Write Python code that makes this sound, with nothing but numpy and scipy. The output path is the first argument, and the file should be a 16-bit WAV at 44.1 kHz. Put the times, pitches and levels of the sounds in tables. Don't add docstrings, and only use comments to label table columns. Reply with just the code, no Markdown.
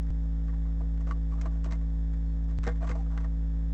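import sys
import numpy as np
from scipy import signal
from scipy.fft import rfft, irfft
from scipy.io import wavfile
from scipy.ndimage import uniform_filter1d

SR = 44100
rng = np.random.default_rng(int(sys.argv[2]) if len(sys.argv) > 2 else 0)


def persist_wave(psi):
    counts = np.round(np.clip(psi, -1, 1) * 32767).astype(np.int16)
    wavfile.write(sys.argv[1], SR, np.atleast_2d(counts).T)


def amplitude_ratio(level_db):
    exponent = np.asarray(level_db, float) / 20
    return 10 ** exponent


N = 164493

HUM_HZ = 55.333
KINK_RAD = 1.135

# pitch in Hz, level in dB, t60 in seconds.
BOX = [(110, -8, .06), (220, -9.5, .05), (328, 9.5, 0.12), (480, 5, 0.11), (659, 3.5, 0.048),
       (808, -8, 0.19), (975, -2.5, 0.017), (1140, -1.5, 0.024), (1404, -5, 0.015), (1605, -7, 0.031),
       (1837, -4, 0.029), (2090, -8.5, 0.066), (2700, -17, 0.003)]
# frequency in Hz, level in dB per Hz.
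CRACKLE = [(1000, -2.5), (2200, 1.5), (3200, -5), (4500, -7.5), (6200, -1.5), (7700, -4.5), (8800, -15)]


def rms_one(x):
    return x / np.sqrt(np.mean(x ** 2) + 1e-20)


def colour(x, points):
    hz, db = np.transpose(points)
    f = np.fft.rfftfreq(len(x), 1 / SR)
    gain = amplitude_ratio(np.interp(np.log(f + 1), np.log(hz), db))
    return irfft(rfft(x) * gain, len(x))


def drift(rate):
    points_per_s = 60
    count = int(N / SR * points_per_s) + 2
    smooth = uniform_filter1d(rng.standard_normal(count), max(1, int(30 / rate)))
    return np.interp(np.arange(N) / SR * points_per_s, np.arange(count), rms_one(smooth))


def ring(x, hz, t60):
    r = amplitude_ratio(-60 / (t60 * SR))
    w = 2 * np.pi * hz / SR
    gain = np.sin(w) * np.sqrt(2 * (1 - r * r))
    return signal.lfilter([0, gain], [1, -2 * r * np.cos(w), r * r], x + 1e-18)


def stroke(s, length, attack, release):
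    t = np.arange(N) / SR - s
    return np.clip(t / attack, 0, 1) * np.exp(-np.maximum(t - length, 0) / release)


def air():
    # frequency in Hz, level in dB per Hz.
    air_colour = [(75, -0.5), (105, -9), (140, -11), (350, -25.5), (520, -27.5), (2100, -36.5), (2600, -43),
                  (8400, -49)]
    air_db, boxed_db, patchy_db = -52, -70.5, 3.5
    rumble_cut = signal.butter(2, 45, "high", fs=SR, output="sos")
    outside = rms_one(colour(signal.sosfilt(rumble_cut, rng.standard_normal(N)), air_colour))
    white = rng.standard_normal(N)
    boxed = np.zeros(N)
    for k, (hz, db, t60) in enumerate(BOX[3:]):
        patchy = amplitude_ratio(db + patchy_db * drift(15))
        boxed += (-1) ** k * patchy * ring(white, hz, t60)
    return amplitude_ratio(air_db) * outside + amplitude_ratio(boxed_db) * rms_one(boxed)


def cycle():
    repeats = [.10522, 2.58728]
    repeat_len_s, start_rad = .00803, -.49
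    t = np.arange(N) / SR
    return start_rad + 2 * np.pi * HUM_HZ * (t - repeat_len_s * np.searchsorted(repeats, t))


def hum():
    # multiple of the supply frequency, peak level in dB.
    partials = [(2, -53), (3, -37), (4, -56.5), (5, -46), (6, -67.5), (7, -64.5), (8, -74.5), (9, -60),
                (10, -95), (11, -68.5), (12, -79.5), (13, -68), (14, -78.5), (15, -69.5), (17, -75),
                (18, -87.5), (19, -75), (21, -82.5), (23, -76), (27, -86), (31, -80)]
    core_lead = {1: 0, 2: 1.55, 3: .6}
    turn = cycle()
    out = amplitude_ratio(-25.3) * np.cos(turn)
    for k, db in partials:
        k = round(k)
        lead = core_lead.get(k, np.pi * k - KINK_RAD * k)
        out = out + amplitude_ratio(db) * np.cos(k * turn + lead)
    return out


def sparks():
    level_db, spread_db, decay_s = -67, 3.5, .0008
    turns = (cycle() - np.pi - KINK_RAD + 0.24) / (2 * np.pi) + 2
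    size = amplitude_ratio(level_db + spread_db * rng.standard_normal(int(N / SR * HUM_HZ) + 10))
    fall = np.exp(-(turns % 1) / HUM_HZ / decay_s)
    return size[turns.astype(int)] * fall * rms_one(colour(rng.standard_normal(N), CRACKLE))


def tones(rows, width_t60, soft_s):
    t, out = np.arange(N) / SR, 0
    for s, db, length, hz in rows:
        sine = np.sin(2 * np.pi * hz * t)
        rough = ring(rng.standard_normal(N), hz, width_t60)
        out = out + amplitude_ratio(db) * stroke(s, length, soft_s, soft_s / 2) * (1.2 * sine + .2 * rough)
    return out


def whistles():
    # start in seconds, level in dB, length in seconds, pitch in Hz.
    calls = [
        (1.84, -84, .07, 4285),
        (2.24, -78.5, .1, 4277),
    ]
    return tones(calls, .1, .04)


def creaks():
    # start in seconds, level in dB, length in seconds, pitch in Hz.
    bends = [
        (2.987, -49.5, .028, 785),
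        (3.105, -60, .025, 800),
        (3.138, -57, .018, 810),
        (3.16, -54, .02, 810),
        (.33, -74, .09, 1370),
    ]
    return tones(bends, .08, .012)


def damped_modes(rows):
    contact_cycles = 1.2
    age, out = np.arange(SR // 4) / SR, np.zeros(N)
    for s, db, hz, t60 in rows:
        level = amplitude_ratio(db - 60 * age / t60) * np.clip(age * hz / contact_cycles, 0, 1)
        start = int(s * SR)
        out[start:start + len(age)] += level * np.sin(2 * np.pi * hz * age + rng.uniform(0, 2 * np.pi))
    return out


def thumps():
    # start in seconds, peak level in dB, pitch in Hz, t60 in seconds.
    landings = [(.485, -61, 110, 0.1), (1.111, -58, 110, 0.1), (1.111, -40.5, 224, 0.1),
                (1.456, -47, 331, 0.14), (1.715, -37.5, 109, 0.13), (1.717, -34.5, 206, .08),
                (2.67, -31.5, 110, 0.15), (2.668, -28.5, 224, 0.084), (2.67, -31, 368, 0.048),
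                (2.892, -31, 110, 0.14), (2.898, -35, 220, 0.12)]
    return damped_modes(landings)


def knocks():
    # start in seconds, peak level in dB, pitch in Hz, t60 in seconds.
    taps = [(.532, -62, 1196, .04), (.807, -42, 656, .06), (.809, -47.5, 1010, .03),
            (.808, -51, 440, 0.073), (1.069, -39.5, 680, 0.049), (1.11, -29.5, 1140, 0.037),
            (1.1105, -33.5, 1500, 0.023), (1.111, -41.5, 2050, 0.024), (1.12, -35.5, 1140, 0.045),
            (1.322, -46.5, 1140, 0.066), (1.338, -41, 1050, 0.024), (1.457, -37, 1054, 0.051),
            (1.467, -45, 1160, 0.085), (1.66, -37.5, 644, 0.037), (2.579, -47.5, 4500, .006),
            (2.637, -42, 1140, 0.031), (2.666, -26, 490, 0.042), (2.677, -36, 650, 0.1),
            (2.674, -30, 480, 0.17), (2.672, -33.5, 767, 0.087), (1.66, -45, 340, .1),
            (2.67, -35, 344, 0.081), (2.828, -33, 684, 0.059), (2.897, -33, 492, 0.065),
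            (2.913, -38, 2094, 0.04), (2.954, -35.5, 658, 0.049), (3.247, -60, 1060, .04)]
    return damped_modes(taps)


def ticks():
    # start in seconds, peak level in dB, snap pitch in Hz, wooden part in dB.
    cracks = [(0.4793, -59, 4020, 0), (0.4834, -55.5, 5150, 2), (0.9767, -54, 4490, 3),
              (1.07, -50, 4730, 3), (1.1099, -44, 4640, -2), (1.3974, -55, 4000, 3),
              (1.4137, -39.5, 6770, 0.5), (1.4174, -60, 4420, 0), (1.4561, -46, 4400, 5),
              (1.4604, -47, 4310, 13), (1.6437, -43, 4000, 4), (1.6474, -57, 5760, 1),
              (1.6554, -50, 4460, 5), (1.6614, -45.5, 4030, 7), (1.7095, -51, 4100, 2),
              (1.7184, -46, 4500, 5), (1.723, -37, 4360, -1), (1.7274, -48, 4640, 4),
              (2.1335, -52, 5160, 2), (2.6334, -43, 5700, -1), (2.6389, -38, 4010, 4),
              (2.6504, -52, 4620, 3), (2.6664, -41, 4010, 3), (2.6723, -45, 6210, 8),
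              (2.6764, -33, 6220, -3), (2.6874, -43, 4000, 0), (2.6914, -46, 5040, 3),
              (2.7004, -50, 4470, 3), (2.7204, -51, 4710, 1.5), (2.7576, -53, 5290, 9),
              (2.8224, -53, 4500, 3), (2.8275, -49, 4700, 12), (2.8684, -46, 4310, 5.5),
              (2.8734, -45, 4590, 8), (2.8923, -36.5, 4040, -3), (2.8984, -48, 4500, -1),
              (2.9108, -44, 4170, 3), (2.9144, -39, 4540, -1), (2.9184, -46, 4500, 3),
              (2.9577, -53, 4610, 2), (3.1762, -40.5, 4120, 9.5), (3.1814, -55, 4000, 2),
              (3.2084, -52, 4030, 3), (3.2435, -58, 4350, 3), (3.2484, -54, 4580, 3)]
    rise_s, fall_s = 0.00061, 0.002
    snap_cycles, snap_db = 24, -6
    wood_hz, wood_t60_s = 1500, 0.0029
    out, age = np.zeros(N), np.arange(SR // 20) / SR
    shape = np.clip(age / rise_s, 0, 1) * np.exp(-age / fall_s)
    for s, db, hz, wood_db in cracks:
        noise = rng.standard_normal(len(age))
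        dry_part = rms_one(colour(noise, CRACKLE)) * shape
        snap = amplitude_ratio(snap_db) * ring(noise * shape, hz, snap_cycles / hz)
        wood = amplitude_ratio(wood_db) * ring(noise[::-1] * shape, wood_hz, wood_t60_s)
        start = int(s * SR)
        out[start:start + len(age)] += amplitude_ratio(db - 7) * (dry_part + snap + wood)
    return out


def twigs():
    # start in seconds, level in dB, length in seconds, favoured box pitch in Hz, dry crackle in dB.
    twig_moves = [(0.063, -66.5, 0.038, 1740, -13), (0.323, -76, .01, 1390, -10),
                  (0.48, -57, 0.019, 1600, -17), (0.526, -56.5, 0.02, 1200, -35),
                  (0.652, -62, 0.067, 1010, -27), (0.802, -47.5, 0.017, 664, -30),
                  (0.82, -67.5, 0.036, 660, -21), (1.002, -56.5, 0.021, 1030, -10),
                  (1.067, -47.5, 0.012, 930, -24), (1.076, -53, 0.037, 910, -10.5),
                  (1.106, -45, 0.0056, 1590, -15.5), (1.125, -69.5, 0.015, 1140, -29),
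                  (1.145, -56.5, 0.025, 700, -33), (1.307, -58, 0.06, 1090, -11),
                  (1.371, -56.5, 0.055, 940, -15), (1.412, -62, 0.0036, 1800, 18),
                  (1.426, -55.5, 0.021, 890, -15), (1.452, -44.5, 0.023, 1010, -20),
                  (1.505, -61.5, 0.081, 1020, -10), (1.641, -49, 0.0088, 1100, -1.5),
                  (1.653, -60.5, 0.022, 1010, -1), (1.67, -54.5, 0.052, 1010, -39),
                  (1.707, -52, 0.024, 1500, -4), (1.721, -50.5, 0.0072, 1500, -7),
                  (1.74, -58.5, 0.025, 1100, -8.5), (1.81, -56, 0.0082, 995, -11),
                  (2.129, -63, 0.017, 1800, -2.5), (2.482, -59.5, 0.044, 1190, -8),
                  (2.631, -48.5, 0.028, 1740, -6.5), (2.665, -35, 0.016, 1420, -14),
                  (2.683, -44, 0.024, 1450, -30), (2.715, -56.5, 0.014, 1090, -12),
                  (2.757, -62.5, 0.027, 1180, -6), (2.805, -49, 0.059, 940, -19),
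                  (2.825, -45, 0.0091, 703, -25), (2.838, -55.5, 0.031, 890, -11),
                  (2.869, -50, 0.036, 1480, -7), (2.891, -46.5, 0.02, 970, -9),
                  (2.91, -43, .011, 1570, -12.5), (2.926, -53.5, 0.016, 950, -14),
                  (2.95, -46.5, 0.023, 770, -17.5), (2.977, -59.5, 0.056, 1000, -8.5),
                  (3.059, -57.5, 0.016, 1090, -30), (3.102, -56.5, 0.099, 980, -13),
                  (3.174, -44, 0.0073, 1700, -22), (3.2, -57, 0.047, 1160, -11),
                  (3.241, -52, 0.017, 1225, -24), (3.26, -71.5, 0.016, 1200, -21)]
    moves = np.array(twig_moves)
    attack_s, lead_s, release_s, sag_db = .0035, .001, 0.0062, -4
    slips_per_s, slip_spread_db = 6000, 2.2
    clump_db, clump_s = 2.2, .004
    favour_oct = .65

    t = np.arange(N) / SR
    shapes = []
    for s, db, length, _, _ in moves:
        level = amplitude_ratio(db + sag_db * np.clip((t - s) / length, 0, 1))
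        shapes.append(level * stroke(s - lead_s, length, attack_s, release_s))
    shapes = np.array(shapes)

    sizes = amplitude_ratio(slip_spread_db * np.minimum(rng.exponential(1, (2, N)), 4))
    sizes = sizes * rng.choice([-1, 1], (2, N))
    bunching = uniform_filter1d(np.roll(np.sign(sizes[1]), N // 2), int(clump_s * SR))
    clumps = amplitude_ratio(clump_db * rms_one(bunching))
    slips = rms_one(clumps * sizes * (rng.random(N) < slips_per_s / SR))

    hz, db, t60 = np.transpose(BOX)
    octaves_off = np.log2(hz / moves[:, 3:4])
    share = amplitude_ratio(db) * (.12 + np.exp(-.5 * (octaves_off / favour_oct) ** 2))
    share = share * amplitude_ratio(1.5 * rng.standard_normal(share.shape))
    share = share / np.sqrt((share ** 2).sum(axis=1, keepdims=True))
    drive = share.T @ shapes
    body = np.zeros(N)
    for k in range(len(hz)):
        body += (-1) ** (k // 2) * ring(drive[k] * slips[k % 2], hz[k], t60[k])

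    grit = rms_one(colour(.8 * slips[0] + .6 * rng.standard_normal(N), CRACKLE))
    return 1.2 * body + (amplitude_ratio(moves[:, 4]) @ shapes) * grit


def scene():
    background = air() + hum() + sparks() + whistles()
    bird = creaks() + thumps() + knocks() + ticks() + twigs()
    return (background + bird)[None]


def band_limit(x):
    return signal.sosfilt(signal.butter(12, 20000, fs=SR, output="sos"), x)


def record(dry):
    wobble_hz, wobble_s, jitter_s = 1740.07, 2.8e-5, 3e-6
    bend_gain, offset = 1.6e-9, .0021
    t = np.arange(N) / SR
    turn = 2 * np.pi * wobble_hz * t
    saw = sum(np.sin(k * turn) / k for k in range(1, 9)) * 2 / np.pi
    late = t + wobble_s * saw + jitter_s * rng.standard_normal(N)
    x = np.interp(late, t, dry[0])

    bend = -sum(np.cos(k * turn) for k in range(2, 9)) * 2 / np.pi
    smooth = signal.sosfilt(signal.butter(2, 900, fs=SR, output="sos"), dry[0] - dry[0, 0])
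    x = x + bend_gain * bend * np.gradient(np.gradient(smooth)) * SR ** 2

    top_cut = signal.cheby2(12, 60, 9320, fs=SR, output="sos")
    x = signal.sosfilt(top_cut, x - x[0]) + x[0] + offset
    return band_limit(x[None])


dry = scene()
out = record(dry)
persist_wave(out)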